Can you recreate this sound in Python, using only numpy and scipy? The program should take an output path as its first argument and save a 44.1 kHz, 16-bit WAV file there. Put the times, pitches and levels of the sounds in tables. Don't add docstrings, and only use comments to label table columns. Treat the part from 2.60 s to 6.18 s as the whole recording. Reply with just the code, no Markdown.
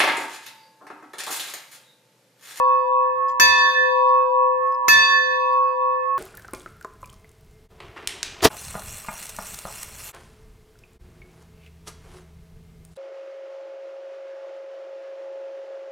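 import sys
import numpy as np
from scipy import signal
from scipy.fft import rfft, irfft
from scipy.io import wavfile
from scipy.ndimage import uniform_filter1d

SR = 44100
rng = np.random.default_rng(int(sys.argv[2]) if len(sys.argv) > 2 else 0)


def store_wav(level_fs):
    pcm = np.round(np.clip(np.atleast_2d(level_fs), -1, 1) * 32767)
    wavfile.write(sys.argv[1], SR, pcm.T.astype(np.int16))


def makeup_ratio(level_db):
    decades = np.asarray(level_db, float) / 20
    return 10 ** decades


N = 157878

# start_s, strength_db
BLOWS = [(-.66, 0), (.7975, 0), (2.2815, 0)]


def noise(points, size):
    point_hz, point_db = np.array(points, float).T
    bin_hz = np.arange(size // 2 + 1) * SR / size + 1
    colour = makeup_ratio(np.interp(np.log(bin_hz), np.log(point_hz), point_db))
    pair = irfft(rfft(rng.standard_normal((2, size))) * colour, size)
    return pair / pair.std()


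def fade(t60, size):
    return makeup_ratio(-60 * np.arange(size) / SR / t60)


def waver(size, order):
    depth = 0.8
    slow = uniform_filter1d(uniform_filter1d(rng.standard_normal(size), order), order)
    return 1 + depth * slow / slow.std()


def add(out, sound, start_s):
    i = int(start_s * SR)
    out[:, i:i + sound.shape[1]] += sound[:, :N - i]


def microphones(mid_side, side_hz):
    high_pass = signal.butter(1, side_hz, "high", fs=SR, output="sos")
    side = signal.sosfilt(high_pass, mid_side[1])
    return mid_side[0] + side * np.array([[1], [-1]])


def shed_echo(sound):
    size, t60_s, gain_db = 32768, 0.31, -5
    tail = noise([(200, 0), (4000, -3), (16000, -24)], size) * fade(t60_s, size)
    tail[:, :200] = 0
    tail /= np.sqrt((tail ** 2).sum(axis=1, keepdims=True))
    return signal.fftconvolve(sound, tail, axes=1)[:, :N] * makeup_ratio(gain_db)


def shed_air():
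    # frequency_hz, relative_db
    air_colour = [(25, -19), (45, -11.5), (70, 3), (120, -5.5), (260, -9.5), (305, -1.5), (350, -9.5),
                  (700, -19.5), (1300, -19.5), (2200, -25), (4000, -36), (7000, -53.5), (12000, -58.5)]
    level_db, side_hz = -62.5, 150
    return makeup_ratio(level_db) * microphones(noise(air_colour, N), side_hz)


def struck_modes(modes, t60, size):
    scatter_db = 2.5
    mode_hz, mode_db = np.array(modes, float).T[:, :, None, None]
    phase = rng.random((len(modes), 2, 1))
    scatter = rng.standard_normal((len(modes), 1, 1))
    sines = np.sin(2 * np.pi * (mode_hz * np.arange(size) / SR + phase))
    tones = makeup_ratio(mode_db + scatter_db * scatter) * sines
    return sum(tone * waver(size, order=300) for tone in tones) * fade(t60, size)


def contact_rise(size):
    return np.minimum(np.arange(size) / SR / 0.0024, 1)


def yoke_pings(out):
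    # start_s, level_db
    ping_times = [(.684, -61), (1.502, -69), (2.068, -67.5), (3.454, -69.5)]
    # frequency_hz, relative_db
    ping_modes = [(4810, -1), (7100, -0.5), (10200, -9)]
    size, t60_s = 8192, 0.2
    for start_s, level_db in ping_times:
        ping = struck_modes(ping_modes, t60_s, size)
        add(out, makeup_ratio(level_db) * ping * contact_rise(size), start_s)


def pivot_ticks(out):
    # start_s, tick_db, clunk_db
    touches = [(0.09, -59, -59), (0.683, -54.5, -56.5), (0.694, -49.5, -46.5), (1.109, -50.5, -49.5),
               (1.488, -59, -56), (2.051, -78, -52.5), (2.121, -59.5, -56), (2.144, -59, -61),
               (2.929, -59, -60), (3.049, -71, -59.5), (3.43, -68, -50.5)]
    # frequency_hz, relative_db
    pivot_modes = [(3260, 1), (5050, 2.5), (5810, -6), (7400, -6), (9200, -9)]
    # frequency_hz, relative_db
    grit_colour = [(1800, -24.5), (5000, 0), (9000, -25)]
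    # frequency_hz, relative_db
    clunk_colour = [(400, -55), (600, -25), (850, 0.5), (1250, 0), (1550, -26.5), (2060, -5.5),
                    (2500, -29.5), (4000, -60)]
    size = 8192
    tick_t60_s, grit_t60_s, clunk_t60_s = 0.04, 0.091, 0.3
    grit_db = -4
    rise = contact_rise(size)
    for start_s, tick_db, clunk_db in touches:
        grit = makeup_ratio(grit_db) * noise(grit_colour, size) * fade(grit_t60_s, size)
        tick = struck_modes(pivot_modes, tick_t60_s, size) + grit
        clunk = noise(clunk_colour, size) * fade(clunk_t60_s, size)
        add(out, makeup_ratio(tick_db) * tick * rise, start_s)
        add(out, makeup_ratio(clunk_db) * clunk * rise, start_s)


def yoke_thuds(out):
    # frequency_hz, level_db (before the waver), t60_s
    yoke_tones = [(91, -44.5, 0.72), (195.4, -44.5, 0.45), (302.6, -46.5, 0.65)]
    size, rise_s = SR // 2, 0.006
    age = np.arange(size) / SR
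    for start_s, strength_db in BLOWS[1:]:
        thud = np.zeros(size)
        for tone_hz, level_db, t60_s in yoke_tones:
            tone = makeup_ratio(level_db) * np.sin(2 * np.pi * tone_hz * age)
            thud += tone * fade(t60_s, size) * waver(size, order=900)
        thud *= makeup_ratio(strength_db) * (1 - np.exp(-age / rise_s))
        add(out, np.array([thud, 0 * thud]), start_s)


def clapper_cracks(out):
    # frequency_hz, relative_db
    crack_colour = [(100, -44), (290, -1), (500, -16.5), (1200, 3.5), (2200, -4), (3000, -12), (4200, -9),
                    (6300, -2), (8300, -20.5), (12000, -18.5), (16000, -22)]
    size, level_db, t60_s = 8192, -11.5, 0.035
    for start_s, strength_db in BLOWS[1:]:
        crack = noise(crack_colour, size) * fade(t60_s, size)
        add(out, makeup_ratio(strength_db + level_db) * crack * np.sqrt(contact_rise(size)), start_s)


def knocks():
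    echo_db, side_hz = -10, 600
    hits = np.zeros((2, N))
    yoke_pings(hits)
    pivot_ticks(hits)
    yoke_thuds(hits)
    clapper_cracks(hits)
    return microphones(hits + makeup_ratio(echo_db) * shed_echo(hits), side_hz)


def swarm(count):
    low_hz, high_hz = 3695, 15500
    top_db, tilt_db_per_octave, low_t60_s = -54.5, -0.5, 1.3
    place, weakness = rng.random((count, 2)).T
    partial_hz = low_hz + place * (high_hz - low_hz)
    partial_db = top_db + tilt_db_per_octave * np.log2(partial_hz / low_hz) - 8 * weakness
    return list(zip(partial_hz, partial_db, low_t60_s * low_hz / partial_hz))


def upper_ring(t, tilt):
    upper_hz = [1578.8, 2054, 2254, 2535, 2589.5, 2589, 2673, 2701, 3230, 3416, 3553.5, 3572, 3919, 4065,
                4260, 4360, 4452, 4619.5, 4638, 5069, 5755, 5793, 6060, 6304, 6375, 6340, 6944, 6988, 7391,
                7927, 8175, 9270, 9421, 9911, 10750, 12110, 12400, 13375, 14080]
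    # level_db (before gain_db and the blow), t60_s (until the clapper rests)
    upper_decays = [(-51.5, 3), (-41.5, 0.62), (-41.5, 0.31), (-48.5, 2.2), (-33.5, 1.61), (-58.5, 5.2),
                    (-46, 1), (-43.5, .74), (-59, 0.42), (-47.5, 1.3), (-29, 1.06), (-39, 1.21),
                    (-55.5, 0.67), (-50, 1.2), (-45.5, 1), (-49, 0.9), (-46, 1.1), (-31, .94), (-47, 1.3),
                    (-53.5, 0.41), (-38.5, .65), (-35, 0.95), (-53, 1.3), (-46, 1), (-45, .8), (-29, 0.23),
                    (-52.5, 0.58), (-46, .73), (-60.5, 0.73), (-56.5, 0.85), (-57, 0.91), (-59.5, 0.91),
                    (-53, .52), (-42, 0.32), (-56, 0.39), (-63, .56), (-59, .47), (-28.5, 0.15), (-35, .2)]
    # start_s, strength_db
    rebounds = [(1.11, -32)]
    gain_db, rise_s = 12.5, 0.0028
    split_share = 0.001986
    lobes_per_khz, lobe_fill = 2.315, 0.51
    rest_s, free_damp = 0.7, 0.65
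    partials = [(pitch_hz, *row) for pitch_hz, row in zip(upper_hz, upper_decays)]
    out = np.zeros((2, N), np.float32)
    for pitch_hz, partial_db, t60_s in partials + swarm(count=90):
        db_per_s = 60 / t60_s
        split_hz = split_share * pitch_hz * (0.32 + rng.random())
        lobe_turn = rng.random((2, 1))
        for start_s, strength_db in BLOWS + rebounds:
            beat_turn = rng.random((2, 1))
            i = max(int(start_s * SR), 0)
            age = t[i:] - start_s
            damped_s = np.minimum(age, rest_s) + free_damp * np.maximum(age - rest_s, 0)
            level_db = partial_db + strength_db + gain_db - db_per_s * damped_s
            n = np.searchsorted(-level_db, 100)
            age = age[:n]
            phase = (2 * np.pi * pitch_hz * age % (2 * np.pi)).astype(np.float32)
            lobe = lobes_per_khz * pitch_hz / 1000 * tilt[i:i + n] + 2 * np.pi * lobe_turn
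            lobe = lobe.astype(np.float32)
            beat = (2 * np.pi * (split_hz * age + beat_turn)).astype(np.float32)
            loud = (makeup_ratio(level_db[:n]) * (1 - np.exp(-age / rise_s))).astype(np.float32)
            pair = np.cos(lobe) * np.sin(phase) + lobe_fill * np.sin(phase + beat)
            out[:, i:i + n] += loud * pair
    return out


def low_ring(t, tilt):
    # main_hz, partner_offset_hz, decay_db_per_s, diffuse_amplitude (signed),
    # right_beat_later_s, right_phase_cycles
    low_pairs = [(507.6, 3.82, .3, .001, .087, .04), (975.6, 2.73, 2.5, .001, .198, .83),
                 (1103.5, -2.96, 1.0, -.0334, .004, .4), (1753.3, 3.52, 25.6, .056, .005, .24)]
    # pair1_db, pair2_db, pair3_db, pair4_db
    ring_levels = [(0, -2, 1, 0.085), (3, -0.5, 1, -0.82), (-2, -6.5, -0.26, -1.1)]
    # pair1_s, pair2_s, pair3_s, pair4_s
    beat_crests = [(.124, .007, .26, .273), (.996, 1.083, 1.022, 1.062), (2.374, 2.537, 2.48, 2.365)]
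    lobe_points = [(-0.0164, 0.0094, -0.0012, -0.0017), (-0.0075, 0.045, 0.11, 0.099),
                   (0.0074, -0.0054, 0.0011, -0.0004), (-0.032, -0.0136, -0.027, -0.036),
                   (0.17, 0.021, 0.17, 0.12), (0.0348, 0.0114, 0.0274, 0.11), (0.11, 0.034, 0.071, 0.14),
                   (-0.0267, -0.0116, -0.0145, -0.04), (0.037, 0.029, -0.094, -0.081),
                   (0.07, 0.061, 0.0077, 0.11), (0.087, -0.074, 0.15, 0.11), (-0.045, -0.13, -0.017, -0.12),
                   (-0.1091, -0.4, -0.12, -0.0086), (-0.37, 0.1252, -0.037, -0.01),
                   (-0.054, -0.67, -0.13, -0.024), (-0.41, 0.15, -0.01, -0.054)]
    bloom_s = 0.007
    dip_s, dip_width_s, dip_db = 1.125, 0.022, -15.5
    blow_s = np.array(BLOWS)[:, 0]
    blow = np.searchsorted(blow_s, t, side="right") - 1
    lobes = np.reshape(lobe_points, (4, 2, 2, 4))
    keep = np.exp(-1 / (bloom_s * SR))
    dip = makeup_ratio(dip_db * np.exp(-((t - dip_s) / dip_width_s) ** 2))
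    out = np.zeros((2, N))
    for k, (main_hz, split_hz, decay, diffuse, later_s, right_cycles) in enumerate(low_pairs):
        loud = makeup_ratio(np.array(ring_levels)[blow, k] - decay * (t - blow_s[blow]))
        crest_s = np.array(beat_crests)[blow, k]
        tone = np.exp(2j * np.pi * (main_hz * t + rng.random()))
        for c in range(2):
            main, partner = (np.polyval(np.polyfit([1, .5, -.5, -1], points, 3), tilt)
                             for points in lobes[k, c])
            beat = np.exp(2j * np.pi * (split_hz * (t - crest_s - c * later_s)))
            dips = main_hz > 1500 or c * (main_hz > 1000)
            reach = loud * dip ** dips * (main + 1j * diffuse + partner * beat)
            reach = signal.lfilter([1 - keep], [1, -keep], reach, zi=[keep * reach[0]])[0]
            out[c] += (reach * tone * np.exp(2j * np.pi * c * right_cycles)).real
    return out


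def scene():
    swing_s, facing_s = 1.435, 0.9
    t = np.arange(N) / SR
    tilt = np.cos(2 * np.pi * (t - facing_s) / swing_s)
    bright = upper_ring(t, tilt)
    return shed_air() + knocks() + shed_echo(bright) + bright + low_ring(t, tilt)


def roll_off(x):
    return signal.sosfilt(signal.butter(12, 15720, fs=SR, output="sos"), x)


def record(dry):
    clipped = np.clip(dry, -1, 1)
    return roll_off(clipped)


dry = scene()
out = record(dry)
store_wav(out)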